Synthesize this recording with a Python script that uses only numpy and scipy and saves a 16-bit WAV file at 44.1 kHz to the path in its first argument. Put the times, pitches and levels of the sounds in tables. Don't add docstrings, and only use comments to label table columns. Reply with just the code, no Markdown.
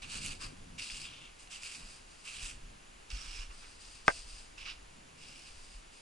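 import sys
import numpy as np
from scipy import signal
from scipy.fft import rfft, irfft, next_fast_len
from scipy.io import wavfile
from scipy.ndimage import uniform_filter1d, map_coordinates

SR = 44100
rng = np.random.default_rng(int(sys.argv[2]) if len(sys.argv) > 2 else 0)


def wrap_up_sound(samples):
    columns = np.atleast_2d(samples).T
    tamed = np.clip(columns, -1, 1)
    steps = np.round(tamed * 32767).astype(np.int16)
    wavfile.write(sys.argv[1], SR, steps)


N = 265305
T = np.arange(N) / SR

# start_s, level_db (BUFFET_GAIN_DB is added)
WIND_LEVELS = [(0.0, -59), (0.35, -55), (0.53, -61.5), (2.26, -65.5), (2.56, -54), (2.85, -62.5),
               (3.07, -60), (3.35, -53), (3.62, -62.5), (3.87, -63), (4.09, -57.5), (5.11, -67.5),
               (5.55, -57.5), (6.02, -66)]
BUFFET_GAIN_DB, HISS_DB = 3.5, -56.8
# start_s, length_s, level_db
COAT_SHIFTS = [(0, 0.12, -57.5), (.11, 0.23, -51), (.39, 0.14, -52.5), (.56, 0.23, -57), (.91, 0.29, -60.5),
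               (1.73, 0.12, -59), (2.34, 0.4, -62), (3.09, 0.061, -60), (4.86, 0.51, -66),
               (5.70, 0.067, -71)]
RUSTLE_ATTACK_S, RUSTLE_SAG_DB, RUSTLE_RELEASE_DB_PER_S = 0.049, 0.5, 100
# start_s, length_s, level_db
SLEEVE_SWINGS = [(1.87, 0.091, -55.5), (2.06, 0.21, -61), (3.49, 0.25, -58), (3.775, .19, -54.5),
                 (4.04, .15, -47), (4.25, .15, -52.5), (5.44, .32, -58.5), (5.90, .11, -60.5)]
SWING_ATTACK_S, SWING_SAG_DB, SWING_RELEASE_DB_PER_S = 0.044, 1.5, 130
# pitch_hz, width_hz, gain_db (over the broad rub)
SWISH_MODES = [(2650, 400, -3), (4800, 480, 6), (8550, 550, 5)]
# start_s, length_s, core_level_db, attack_s, sag_db,
#   crisp_db and packed_db (relative to the core), crust_pitch_hz, crust_boost_db, left_minus_right_db
BOOT_PRESSES = [ (0.016, 0.023, -45, 0.0095, 1.5, -10, -8.5, 4660, 2, -2),
                (0.045, 0.13, -44.5, 0.11, 0, -2, -8.5, 4630, 8, -2),
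                (0.185, 0.13, -44, 0.056, 2.5, -1, -10, 4630, 9, -2.5),
                (0.388, 0.055, -45.5, 0.038, 2, -2.5, -3, 4800, 12, 1.5),
                (0.773, 0.031, -43, 0.022, 1.5, -8, -15, 4900, 5, -1),
                (0.805, 0.24, -45, 0.019, 4.5, -3, -14, 4840, 10, 0),
                (1.030, 0.24, -50.5, 0.023, 6, -15, -11.5, 3350, 6.5, 1),
                (1.380, 0.057, -58, 0.022, 2.5, 0.5, -17, 4800, 6, -2),
                (1.490, 0.071, -47, 0.037, 1.5, -3, -10.5, 4900, 7, -2.5),
                (1.585, 0.17, -47.5, 0.068, 0.5, -1.5, -12, 4800, 8, -1.5),
                (1.770, 0.15, -57.5, 0.030, 2, -0.5, -6, 4800, 10.5, -0.5),
                (2.228, 0.18, -48, 0.044, 1, -3, -12.5, 4900, 3, -2),
                (2.395, 0.097, -45, 0.049, 2, 0.5, -11, 5000, 6, -2),
                (3.098, 0.33, -50, 0.007, 0.5, -7, -9, 5330, 10.5, -3.5),
                (3.491, 0.020, -62.5, 0.015, 0.5, -8, 6.5, 5300, 5, -3),
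                (3.617, 0.013, -56, 0.0089, 0.5, -15, -0.5, 4700, 5, -3),
                (4.572, 0.052, -51, 0.009, -0.5, -16, -9.5, 5200, 6, -3),
                (4.642, 0.054, -43.5, 0.021, 1.5, -22, -9, 5200, 5.5, -3),
                (5.130, 0.35, -56, 0.12, 0, -4.5, -19, 5100, 8.5, 0), ]
SETTLE_DB_PER_S = 245
# start_s, level_db (lowered 4 dB), brightness_db (relative), left_minus_right_db
STALK_SNAPS = [(0.0266, -39, -27, -4.0), (0.248, -31, -18, -4), (0.2554, -26, -11, -0.5),
               (0.2622, -16, -9.5, 0), (0.2834, -26, -18, -1.5), (0.797, -23.5, -24.5, -4),
               (0.9004, -28, -25, 0.5), (1.0004, -36, -16, 0.5), (1.4735, -40, -29, -8),
               (1.634, -25.5, -18, -1.5), (2.5123, -31, -19.5, -3.0), (3.1038, -34, -28, -6),
               (3.1824, -43, -20, -3.5)]
# start_s, peak_db
WEIGHT_JOLTS = [(0.14, -50), (0.271, -46), (0.448, -42), (0.921, -44.5), (1.829, -45.5), (2.426, -38.5),
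                (2.631, -43), (3.127, -32.5), (3.276, -41), (3.39, -36), (3.489, -43), (4.33, -50),
                (5.745, -42.5)]
JOLT_HZ, JOLT_RISE_S = 36.9, 0.014
# start_s, level_db (before CLACK_GAIN_DB)
BLOWS = [(4.0802, -1), (4.0827, -18.5), (4.0866, -16.5)]
CLACK_GAIN_DB = 25.5
# pitch_hz, width_hz, level_db (before CLACK_GAIN_DB)
BODY_MODES = [(150, 200, -11.5), (450, 79, -6.5), (620, 130, -5), (842, 61, -1), (1005, 130, -4),
              (1240, 125, -0.5), (1575, 83, 1.5), (2090, 240, -5), (2590, 240, -13), (3450, 390, -18.5),
              (5110, 200, -16.5), (5830, 1050, -24.5), (7900, 500, -31)]
# pitch_hz, start_level_db, t60_s
LINGERING_MODES = [(673, -46, .22), (1136, -44, .09)]

# (relative, per Hz)
SNOW_SPECTRUM = [(300, -28), (700, -20.5), (1200, -10.5), (1950, -13), (2350, 0.5), (2750, 4.5), (3150, -3),
                 (3600, -5), (6000, -9.5), (6800, -12.5), (7900, -10.5), (9400, -16), (10400, -26.5),
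                 (10900, -20)]
# (relative, per Hz)
CLOTH_SPECTRUM = [(600, -20), (1300, -10), (1950, -15), (2650, -3), (3400, -5.5), (5000, -5), (7200, -5),
                  (9200, -10), (10300, -15), (11000, -18)]
# (relative, per Hz)
BUFFET_SPECTRUM = [(8, -6.5), (20, 0.5), (35, -4.5), (55, -11), (90, -18), (160, -43), (400, -62)]
# (relative, per Hz)
RUSTLE_SPECTRUM = [(40, -20), (80, 0), (160, -2), (270, -4.5), (380, -13.5), (550, -12), (1500, -33)]
# (relative, per Hz)
HISS_SPECTRUM = [(30, 0), (150, 0), (400, -.5), (1100, -.5), (1900, -4.3), (2400, -3.5), (2750, -2),
                 (3100, -5.5), (4000, -8.7), (4650, -7.5), (5600, -10.5), (7500, -11), (9000, -13.8),
                 (11000, -14)]
# frequency_hz, coherence (0 to 1)
NEAR_COHERENCE = [(150, 1), (500, 0.74), (1800, 0.3), (2400, 0.91), (5000, 0.61), (10000, 0.75)]
# frequency_hz, coherence (0 to 1)
DIFFUSE_COHERENCE = [(60, 0.99), (200, 0.36), (600, 0.56), (2000, 0.2), (2800, 0.67), (5000, 0.66),
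                     (11000, 0.66)]
# frequency_hz, lead_rad
PORT_LEAD = [(100, 0), (260, 0.82), (700, 3.5), (1460, 2.5), (2200, 0.06), (2700, 0.8), (4000, 0.52),
             (5500, 0), (8500, 0.26), (11000, 0.5)]
# frequency_hz, lead_rad
CLACK_PORT_LEAD = [(150, .2), (300, .8), (450, 1.6), (860, 1.9), (1500, .7), (3500, .9), (5000, .5),
                   (11000, .3)]
TOP_HZ = 11130


def amp(db):
    return 10 ** (np.asarray(db) / 20)


def unit(x):
    return x / np.sqrt(np.mean(x ** 2) + 1e-20)


def along(points, hz):
    f, v = np.transpose(points)
    return np.interp(np.log(hz + 1), np.log(f + 1), v)


def wobble(rate):
    knots = rng.standard_normal(int(N * rate / SR) + 4)
    return map_coordinates(knots, [T * rate])


def filtered(x, response):
    n = x.shape[-1]
    m = next_fast_len(n + 8192)
    spectrum = rfft(x, m) * response(np.fft.rfftfreq(m, 1 / SR))
    return irfft(spectrum, m)[..., :n]


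def resonance(f, hz, width):
    return 1j * f * width / (hz * hz - f * f + 1j * f * width)


def ports(lead, f):
    return np.exp(.5j * along(lead, f) * np.array([[1], [-1]]))


def stereo(pair, spectrum, coherence):
    def mid_side(f):
        angle = np.arccos(np.clip(along(coherence, f), 0, 1)) / 2
        return amp(along(spectrum, f)) * [np.cos(angle), np.sin(angle)]
    mid, side = filtered(pair, mid_side)
    left_right = np.array([mid + side, mid - side])
    return unit(filtered(left_right, lambda f: ports(PORT_LEAD, f)))


def balance(left_minus_right_db):
    return amp([[left_minus_right_db / 2], [-left_minus_right_db / 2]])


def stroke(age, length, attack, sag_db, release_db_per_s):
    rise = np.sin(np.pi / 2 * np.clip(age / attack, 0, 1)) ** 2
    sag = sag_db * np.clip(age / length, 0, 1)
    release = release_db_per_s * np.maximum(age - length, 0)
    return rise * amp(-sag - release)


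def strokes(rows, attack, sag_db, release_db_per_s):
    power = 0
    for start, length, db in rows:
        power = power + (amp(db) * stroke(T - start, length, attack, sag_db, release_db_per_s)) ** 2
    return np.sqrt(power)


def air():
    buffet_db = np.interp(T, *np.transpose(WIND_LEVELS)) + BUFFET_GAIN_DB + 2.5 * wobble(10)
    in_phase = [(30, 1.0), (150, 1.0)]
    buffet = amp(buffet_db) * stereo(rng.standard_normal((2, N)), BUFFET_SPECTRUM, in_phase)
    hiss = stereo(rng.standard_normal((2, N)), HISS_SPECTRUM, DIFFUSE_COHERENCE)
    hiss = amp(HISS_DB + 0.11 * wobble(3.72)) * hiss
    whistle = filtered(rng.standard_normal((2, N)), lambda f: resonance(f, 6750, 170) ** 2)
    return buffet + hiss + amp(-74.5) * unit(whistle)


def coat_rustle():
    shift = strokes(COAT_SHIFTS, RUSTLE_ATTACK_S, RUSTLE_SAG_DB, RUSTLE_RELEASE_DB_PER_S)
    noise = stereo(rng.standard_normal((2, N)), RUSTLE_SPECTRUM, NEAR_COHERENCE)
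    return shift * amp(0.38 * wobble(25)) * noise


def fractures(n, rate, spread_db):
    size = amp(spread_db * np.minimum(rng.standard_normal(n), 2.5))
    happens = rng.random(n) < rate / SR
    return unit(happens * size * rng.standard_normal((2, n)))


def patches(pair, depth_db):
    z = signal.stft(pair, nperseg=256)[2]
    field = rng.standard_normal(z.shape[1:])
    field = uniform_filter1d(field, size=4, axis=0)
    field = uniform_filter1d(field, size=9, axis=1)
    return signal.istft(z * amp(depth_db * unit(field)), nperseg=256)[1][:, :pair.shape[1]]


def crunch(n, crisp_db, packed_db, crust_hz, crust_db):
    crystals = fractures(n, rate=11000, spread_db=1)
    flakes = fractures(n, rate=300, spread_db=1.0)
    grains = stereo(patches(crystals + 0.27 * flakes, depth_db=1.56), SNOW_SPECTRUM, NEAR_COHERENCE)
    grains = filtered(grains, lambda f: 1 + (amp(crust_db) - 1) * resonance(f, crust_hz, width=630))
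    low = lambda f: 1 / (1 + (f / 1900) ** 12)
    high = lambda f: 1 - 1 / (1 + (f / 6700) ** 10)
    packed = amp(packed_db) * unit(filtered(grains, low))
    crisp = amp(crisp_db) * unit(filtered(grains, high))
    core = unit(filtered(grains, lambda f: 1 - low(f) - high(f)))
    return packed + core + crisp


def footsteps():
    out = np.zeros((2, N))
    age = np.arange(SR * 3 // 5) / SR
    for start, length, db, attack, sag_db, crisp_db, packed_db, crust_hz, crust_db, pan_db in BOOT_PRESSES:
        weight = amp(db) * stroke(age, length, attack, sag_db, SETTLE_DB_PER_S)
        press = weight * crunch(len(age), crisp_db, packed_db, crust_hz, crust_db)
        first = round(start * SR)
        out[:, first:first + len(age)] += press * balance(pan_db)
    clumps_db = 0.6 * wobble(70) + 0.6 * wobble(260)
    return out * amp(clumps_db)


def stalks():
    out = np.zeros((2, N))
    t = np.arange(2048) / SR
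    for start, db, bright_db, pan_db in STALK_SNAPS:
        splinters = 0.056 * amp(-.7 * bright_db) * amp(-60 * t / 0.0049)
        crack = (t == 0) + splinters * rng.standard_normal(len(t))

        def stalk_modes(f):
            treble = amp(bright_db + 9) * resonance(f, 7700, 4000)
            return resonance(f, 2570, 450) - 0.43 * resonance(f, 6000, 1400) + treble

        tick = filtered(crack, stalk_modes)
        tick = amp(db - 4) * tick / np.abs(tick).max()
        first = round(start * SR)
        out[:, first:first + len(t)] += tick * balance(pan_db)
    return filtered(out, lambda f: ports(PORT_LEAD, f))


def jolts():
    out = np.zeros(N)
    for start, db in WEIGHT_JOLTS:
        age = np.maximum(T - start, 0)
        swell = age / JOLT_RISE_S
        hz = JOLT_HZ * rng.uniform(0.73, 1.24)
        out += amp(db) * swell * np.exp(1 - swell) * np.sin(2 * np.pi * hz * age)
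    return out


def sleeve_swish():
    swing = strokes(SLEEVE_SWINGS, SWING_ATTACK_S, SWING_SAG_DB, SWING_RELEASE_DB_PER_S)
    rub = stereo(fractures(N, rate=14000, spread_db=1.0), CLOTH_SPECTRUM, NEAR_COHERENCE)
    modes = lambda f: 1 + sum(amp(db) * resonance(f, hz, width) for hz, width, db in SWISH_MODES)
    return swing * amp(0.6 * wobble(38)) * unit(filtered(rub, modes)) * balance(1)


def scatter(age, delay, t60):
    since = np.maximum(age - delay, 0)
    return (age > delay) * amp(-60 * since / t60) * rng.standard_normal((2, N))


def clack():
    age = np.maximum(T - BLOWS[0][0], 0)
    blows = np.zeros(N)
    for start, db in BLOWS:
        blows[round(start * SR)] = amp(db)
    walker = amp(-33.5) * scatter(age, delay=.008, t60=.048)
    ground = amp(-36.5) * scatter(age, delay=.0195, t60=.042)
    echoes = filtered(walker + ground, lambda f: 1 / (1 + 1j * f / 2400))

    def struck_body(f):
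        contact = 1 / np.sqrt(1 + (f / 6500) ** 6)
        body = 0
        for k, (hz, width, db) in enumerate(BODY_MODES):
            body = body + (-1) ** k * amp(db) * resonance(f, hz, width)
        return contact * body * ports(CLACK_PORT_LEAD, f)

    ring = sum(amp(db - 60 * age / t60) * np.sin(2 * np.pi * hz * age) for hz, db, t60 in LINGERING_MODES)
    return amp(CLACK_GAIN_DB) * filtered(blows + echoes, struck_body) + ring


def scene():
    return air() + coat_rustle() + footsteps() + stalks() + jolts() + sleeve_swish() + clack()


def record(dry):
    return filtered(dry, lambda f: np.clip((TOP_HZ - f) / 120 + .5, 0, 1))


dry = scene()
out = record(dry)
wrap_up_sound(out)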